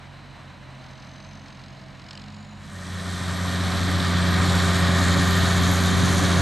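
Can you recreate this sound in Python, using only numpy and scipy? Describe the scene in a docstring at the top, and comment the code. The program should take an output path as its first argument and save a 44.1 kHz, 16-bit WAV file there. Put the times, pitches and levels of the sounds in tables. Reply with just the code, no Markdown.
"""A diesel tractor pulls a cultivator through dry soil, first across the field, then close to the microphones.
Far off, a drone of sines sags with the load over rattling noise, while each beat puffs hiss and whistle.
The distant sound then dissolves evenly into the close one: firing note and fan as sines, clatter as noise
ringing in the block, pulsing hiss, the resonant noise of piping and a flaring turbo, tyre rumble as
low noise and crumbling soil as random snaps."""
import sys
import numpy as np
from scipy import signal
from scipy.fft import rfft, irfft
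from scipy.io import wavfile

SR = 44100
rng = np.random.default_rng(int(sys.argv[2]) if len(sys.argv) > 2 else 0)


def dump(signal):
    """Clip the signal to [-1, 1] and save it as 16-bit WAV at the path in sys.argv[1]."""
    limited = np.clip(np.atleast_2d(signal).T, -1, 1)
    pcm = np.round(limited * 32767).astype(np.int16)
    wavfile.write(sys.argv[1], SR, pcm)


N = 282681
TIME = np.arange(N) / SR
FREQS = np.fft.rfftfreq(N, 1 / SR)

# rough stereo width used for the close sounds, almost mono around 6.5 kHz: hz, side_against_mid_db
ROUGH_WIDTH = [(40, -10), (130, -3.5), (230, -5.5), (330, -3.5), (450, -3), (650, -15.5), (1050, -23.5),
               (1900, -23), (2300, -15), (2900, -16), (4000, -27), (6500, -75), (10000, -23), (14000, -26)]
# the distant tractor dissolves into the close one
DISSOLVE_START_S, DISSOLVE_S = 2.545, 1.876
FAN_RATIO = 13 / 3  # fan blades passing per firing or far beat
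FIRINGS_PER_CYCLE = 6


def gain_of(db):
    """Decibels to gain."""
    return 10 ** (np.asarray(db) / 20)


def evened(x):
    """Scales to rms 1."""
    return x / np.sqrt(np.mean(x ** 2) + 1e-20)


def curves(rows):
    """Each column of a table, joined by straight lines in time."""
    s, *columns = np.transpose(rows)
    return [np.interp(TIME, s, c) for c in columns]


def drift(value, per_s):
    """A steady change that passes the value when the tractor is fully close."""
    return value + per_s * (TIME - DISSOLVE_START_S - DISSOLVE_S)


def wander(hz):
    """Slow chance up to about the given rate; rms 1."""
    spectrum = rfft(rng.standard_normal(N)) * np.exp(-(FREQS / hz) ** 2)
    return evened(irfft(spectrum, N))


def read(points):
    """A spectrum table on a log-frequency axis."""
    hz, value = np.transpose(points)
    return np.interp(np.log(FREQS + 1), np.log(hz + 1), value)


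def colour(x, points):
    """Filters by a spectrum that falls away steeply past its ends; rms 1."""
    low_skirt = np.minimum(FREQS / points[0][0], 1) ** 2
    high_skirt = np.minimum(points[-1][0] / (FREQS + 1), 1) ** 6
    return evened(irfft(rfft(x) * gain_of(read(points)) * low_skirt * high_skirt, N))


def noise_pair(width):
    """White noise at two microphones, as wide as the table says."""
    mid, side = rfft(rng.standard_normal((2, N)))
    side = side * gain_of(read(width))
    return irfft([mid + side, mid - side], N)


def tone(turns):
    """A sine of rms 1."""
    return np.sqrt(2) * np.sin(2 * np.pi * turns)


def resonate(x, hz, width):
    """A resonance of gain 1 that may follow a frequency curve: shift to zero, smooth, shift back."""
    turn = np.exp(2j * np.pi * np.cumsum(hz * np.ones(N)) / SR)
    r = np.exp(-np.pi * width / SR)
    return 2 * (turn * signal.lfilter([1 - r], [1, -r], x / turn)).real


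def breathy_whistle(hz, width):
    """Noise through two equal resonances, a pitch with breath in it; rms 1."""
    once = resonate(rng.standard_normal(N), hz, width)
    return evened(resonate(once, hz, width))


def gate(turns, sharp):
    """One smooth puff on each whole turn; rms 1."""
    return evened(np.exp(sharp * np.cos(2 * np.pi * turns)))


def grains(per_s, spread_db, decay_s):
    """Random short snaps, most small and a few large; rms 1."""
    size = gain_of(spread_db * np.minimum(rng.exponential(1, N), 4))
    snaps = size * rng.choice([-1, 1], N) * (rng.random(N) < per_s / SR)
    burst = rng.standard_normal(size=300) * np.exp(-TIME[:300] / decay_s)
    return evened(signal.oaconvolve(snaps, burst)[:N])


def placed(pair, tilt):
    """Leans each band of a stereo pair to the left or right."""
    return irfft(rfft(pair) * gain_of(np.outer([.5, -.5], read(tilt))), N)


def exhaust(turns):
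    """The firing note and its octave, side lines from unequal cylinders, and the cooling fan."""
    # lines from unequal cylinders: multiple_of_cycle, level_db (before the common uneven_db)
    uneven_lines = [(7, -22), (9, -20), (10, -17.5), (11, -16.5), (14, -21.5), (16, -20.5), (18, -24),
                    (19, -20.5), (24, -24), (34, -31.5), (38, -28)]
    note_db, octave_db, uneven_db, fan_db = -22.5, -26, -23.5, -39
    note = gain_of(note_db + 0.6 * wander(16)) * tone(turns)
    octave = gain_of(octave_db + 0.76 * wander(15)) * tone(2 * turns)
    cycle = turns / FIRINGS_PER_CYCLE
    uneven = 0
    for k, db in uneven_lines:
        phase = rng.random() + 0.059 * wander(4.6)
        uneven = uneven + gain_of(db + 2.1 * wander(9.8)) * tone(round(k) * cycle + phase)
    blades = turns * FAN_RATIO + 0.047 * wander(17)
    fan = gain_of(drift(fan_db, per_s=1.53) + 1.16 * wander(6.4)) * tone(blades)
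    return note + octave + gain_of(uneven_db) * uneven + fan


def clatter(turns, repeat):
    """Valves and pistons rattle the block; part of the rattle comes back in every engine cycle."""
    # spectrum of the rattle: hz, level_db (per Hz)
    rattle_colour = [(250, -37), (420, -4.5), (444, -8), (529, -4.5), (563, -1), (610, -4.5), (709, -1),
                     (845, -6.5), (1110, 0), (1410, -3), (1670, -1), (1800, -3.5), (2020, -7.5), (2300, -7),
                     (2800, -21), (3640, -42), (6160, -120)]
    # block and panel modes: hz, width_hz, level_db (before the ring towards the listener)
    block_modes = [(571, 21, -13.5), (1210, 52, -16), (1840, 61, -1.5)]
    # how much the panels ring towards the listener: time_s, level_db
    panel_ring = [(2.6, 8), (3.3, 3), (4, -0.5), (5.3, 7), (6.4, -10)]
    level_db = -26.5
    cycle = turns / FIRINGS_PER_CYCLE % 1
    pattern = rng.standard_normal(size=2970)
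    repeated = pattern[(cycle * len(pattern)).astype(int)]
    share = np.clip(repeat, 0, 1)
    rattle = np.sqrt(share) * repeated + np.sqrt(1 - share) * noise_pair(ROUGH_WIDTH)
    pulsed = rattle * gate(turns - .3, sharp=0.069) * gate(cycle, sharp=0.014)
    rattle = colour(pulsed, rattle_colour)
    ring_db, = curves(panel_ring)
    ring = sum(gain_of(db) * resonate(rattle, hz, width) for hz, width, db in block_modes)
    return gain_of(level_db + 0.5 * wander(17)) * evened(rattle + gain_of(ring_db) * ring)


def air_path(turns):
    """Hiss and brighter fizz that pulse with each firing, and a thin ring of piping."""
    # spectrum of the hiss: hz, level_db (per Hz)
    hiss_colour = [(2000, -13), (2800, -11), (3200, -3), (3850, -1), (4500, -6), (5100, -12), (6500, -17)]
    # spectrum of the fizz: hz, level_db (per Hz)
    fizz_colour = [(4000, -21), (5300, 0), (6100, 1.5), (8000, -1), (9000, -3.5), (11400, -11),
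                   (12800, -18), (14000, -33), (15500, -48)]
    # level of the fizz close by: time_s, level_db
    treble = [(3.3, -35.5), (4.25, -43), (4.65, -34.5), (4.85, -40), (5.0, -36), (5.5, -38), (6.4, -35)]
    # the ground echo cancels a band that sinks as the tractor nears: time_s, dip_hz
    hollow = [(2.6, 7000), (4.3, 6600), (5.3, 5430), (6.4, 5050)]
    hiss_db, piping_db, piping_hz = -31.5, -49.5, 8200
    hiss = colour(noise_pair(ROUGH_WIDTH), hiss_colour) * gate(turns - .8, sharp=0.049)
    hiss = gain_of(hiss_db + 0.79 * wander(18)) * hiss

    treble_db, = curves(treble)
    hollow_hz, = curves(hollow)
    fizz = colour(noise_pair(ROUGH_WIDTH), fizz_colour)
    # a bright band that sinks slowly
    fizz = fizz + 0.57 * resonate(fizz, drift(7040, per_s=-190), 1200)
    # two dips of the echo's comb
    fizz = fizz - 0.58 * resonate(fizz, hollow_hz, 700) - 0.33 * resonate(fizz, 1.56 * hollow_hz, 900)
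    fizz = evened(fizz) * gate(turns - .8, sharp=0.28) * gain_of(treble_db + 1.14 * wander(22))

    piping = breathy_whistle(piping_hz, 130)
    return hiss + fizz + piping * gain_of(drift(piping_db, per_s=-1.5) + 2.0 * wander(17))


def turbo():
    """A breathy whine, noise in a narrow resonance, that wavers and now and then flares."""
    # turbo speed: time_s, whine_hz
    speed = [(2.7, 11620), (3.5, 11500), (4.7, 11520), (5.4, 11710), (6.4, 11510)]
    # flares of the whine: time_s, half_length_s, rise_db
    flares = [(3.45, 0.2, 4.5), (5.35, 0.094, 8), (5.75, 0.13, 7)]
    level_db = -54
    hz, = curves(speed)
    flare_db = sum(db * np.exp(-((TIME - s) / half_s) ** 2) for s, half_s, db in flares)
    return breathy_whistle(hz, 110) * gain_of(level_db + flare_db + 1.9 * wander(7))


def far_engine(turns, speed_hz):
    """Low drone, fan hum and gear whine over the rattling wash of the machine, blurred by moving air."""
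    # drone: multiple_of_beat, level_db (at cruise), gain_db_per_hz of speed
    orders = [(1, -57, 0.8), (2, -52.5, 2.2), (3, -48.5, 0.2), (4, -66, 2), (5, -65, 1.5)]
    # gear whine: time_s, pitch_hz, level_db
    gear_whine = [(0.3, 620, -73), (0.85, 632, -57.5), (1.6, 645, -62.5), (1.85, 646, -54.5),
                  (2.15, 648, -69)]
    # spectra of the wash and the rumble: hz, level_db (per Hz)
    wash_colour = [(190, -41), (330, -13), (419, -12.5), (596, -3), (635, -5.5), (820, -5.5), (1040, -5.5),
                   (1280, -6.5), (1880, -6.5), (3290, -16), (3990, -15), (4980, -21.5), (6330, -25),
                   (9900, -39), (15000, -46)]
    rumble_colour = [(20, -28), (45, -8), (80, -3.5), (170, -2.5), (260, -4.5), (340, -12), (520, -32.5)]
    # ringing steelwork: hz, width_hz, level_db
    steel_modes = [(734, 60, -5), (1000, 110, -7), (2970, 140, -2.5), (3990, 300, 0.5), (8230, 620, 4)]
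    # stereo width: hz, side_against_mid_db
    far_width = [(40, -3), (130, -8), (200, -12.5), (420, -3.5), (650, -8.5), (1700, -14), (2800, -12.5),
                 (4500, -41), (8500, -31), (11000, -2)]
    cruise_hz = 45.4  # drone and fan take their plain levels at this beat
    excess_hz = speed_hz - cruise_hz
    drone = 0
    for k, db, db_per_hz in orders:
        level_db = db + db_per_hz * excess_hz + 1.3 * wander(6)
        drone = drone + gain_of(level_db) * tone(k * turns + rng.random())

    # the body shades the fan until the tractor turns to face the listener
    facing_s, turning_s = 1.25, 0.2
    shade_db = -8 * np.clip((facing_s - TIME) / turning_s, 0, 1)
    rise_db = 3.0 * np.minimum(TIME, DISSOLVE_START_S)
    fan_db = -57.5 + shade_db + 1.5 * excess_hz + rise_db
    fan = gain_of(fan_db + 1.2 * wander(8.7)) * tone(turns * FAN_RATIO)

    gear_hz, gear_db = curves(gear_whine)
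    gear_turns = np.cumsum(gear_hz + 1.5 * wander(10)) / SR
    gear = tone(gear_turns) * gain_of(gear_db + 1.5 * wander(9.7))

    rumble = gain_of(-48.5) * colour(noise_pair(far_width), rumble_colour)
    rattle = 0.26 * grains(per_s=500, spread_db=2.2, decay_s=0.0025)
    wash = colour(noise_pair(far_width) + rattle, wash_colour)
    ring = sum(gain_of(db) * resonate(wash, hz, width) for hz, width, db in steel_modes)
    wash_db = -47.5 - 0.5 * TIME + 0.77 * wander(30)
    return drone + fan + gear + rumble + gain_of(wash_db) * evened(wash + ring)


def far_chuff(turns, crest_s, rise_turns):
    """Each beat forces out a puff of hiss, quick to rise and slower to fall, and a pip of whistle."""
    # force of the chuffing air: time_s, crest_db (before the spread between puffs)
    force = [(0.55, -71), (0.9, -52.5), (1.65, -50), (1.92, -56.5), (2.15, -38.5), (2.29, -48), (2.55, -60)]
    # spectrum of the puffs: hz, level_db (per Hz)
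    puff_colour = [(1500, -7), (2900, 0), (3400, -3.5), (4100, 1.5), (5200, 1), (5800, -14), (8300, -14),
                   (10000, -40), (14000, -45)]
    # pipping whistle of the distant air path: time_s, pitch_hz, level_db
    air_whistle = [(0.6, 6200, -79), (0.92, 6170, -65), (1.35, 6200, -62), (1.85, 6540, -74),
                   (2.4, 6900, -64.5), (2.8, 6900, -65)]
    soft_db, hard_db, spread_db = -52, -40, 2.0
    hiss_db, = curves(force)
    whistle_hz, whistle_db = curves(air_whistle)
    beat = turns - np.interp(crest_s, TIME, turns)
    puff, since = np.divmod(beat + rise_turns, 1)
    age = since / rise_turns
    # soft puffs run together, hard ones stand apart
    sharp = np.interp(hiss_db, [soft_db, hard_db], [.55, 1.5])
    shape = (age * np.exp(1 - age)) ** sharp
    force_db = hiss_db + spread_db * rng.standard_normal(N)[puff.astype(int)]
    hiss = gain_of(force_db) * shape * colour(rng.standard_normal(N), puff_colour)
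    whistle = breathy_whistle(whistle_hz, 330) * gate(beat, sharp=0.75)
    return hiss + gain_of(whistle_db) * whistle


def ground():
    """Tyres and tines rumble through the field while dry clods snap."""
    # spectrum of the rumble: hz, level_db (per Hz)
    rumble_colour = [(20, -34), (45, -14.5), (75, -8), (110, 0), (160, -3.5), (230, -6), (285, -3.5),
                     (340, -14), (450, -24), (800, -41)]
    soil_colour = [(900, -9), (2000, -3), (4000, 3.5), (8000, -11.0), (12000, -26)]  # hz, level_db (per Hz)
    rumble_db, soil_db = -29, -42.5
    rumble = colour(noise_pair(ROUGH_WIDTH), rumble_colour)
    rumble = gain_of(drift(rumble_db, per_s=1.2) + 1.04 * wander(7.2)) * rumble
    soil = colour(grains(per_s=200, spread_db=4.5, decay_s=0.00073), soil_colour)
    return rumble + gain_of(drift(soil_db, per_s=-0.5)) * soil


def scene():
    """The distant tractor dissolves into the close one."""
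    # far engine speed, sagging and recovering with the load: time_s, beat_hz
    far_speed = [(0.0, 46.06), (0.52, 45.6), (0.66, 44.1), (1.05, 43.7), (1.35, 47.6), (1.55, 44.45),
                 (1.74, 45.33), (2.05, 43.76), (2.21, 46.65), (2.35, 48.25), (2.6, 47.74)]
    # near engine speed, held by the governor as the draught varies: time_s, firing_hz
    near_speed = [(2.8, 89.54), (3.9, 89.78), (4.3, 88.65), (4.55, 89.53), (4.9, 88.28), (5.3, 89.24),
                  (5.6, 88.92), (6.0, 90.06), (6.4, 88.57)]
    # stereo lean of the far and the near sounds: hz, left_minus_right_db
    far_tilt = [(60, -1.0), (130, -2), (290, -0.5), (640, -2.5), (1410, -0.5), (3100, -1.0), (6820, 0.5),
                (15000, 0.5)]
    near_tilt = [(60, -0.2), (130, 0.6), (230, -1.1), (335, -1.5), (560, 0), (800, -0.7), (1600, .2),
                 (2200, 0), (2950, -2.5), (4200, 0)]
    far_hz, = curves(far_speed)
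    far_turns = np.cumsum(far_hz) / SR
    far = far_engine(far_turns, far_hz) + far_chuff(far_turns, crest_s=2.154, rise_turns=0.1)

    firing_hz, = curves(near_speed)
    turns = np.cumsum(firing_hz) / SR + .008 * wander(25)  # firings come a little early or late
    near = exhaust(turns) + clatter(turns, repeat=0.29) + air_path(turns) + turbo() + ground()

    close = np.clip((TIME - DISSOLVE_START_S) / DISSOLVE_S, 0, 1)
    return (1 - close) * placed(far, far_tilt) + close * placed(near, near_tilt)


def record(dry):
    """The recorder's band limit, a steep low-pass."""
    edge_hz = 15600
    low_pass = signal.firwin(511, edge_hz, window=("kaiser", 9), fs=SR)
    return signal.oaconvolve(dry, low_pass[None], "same")


dry = scene()
out = record(dry)
dump(out)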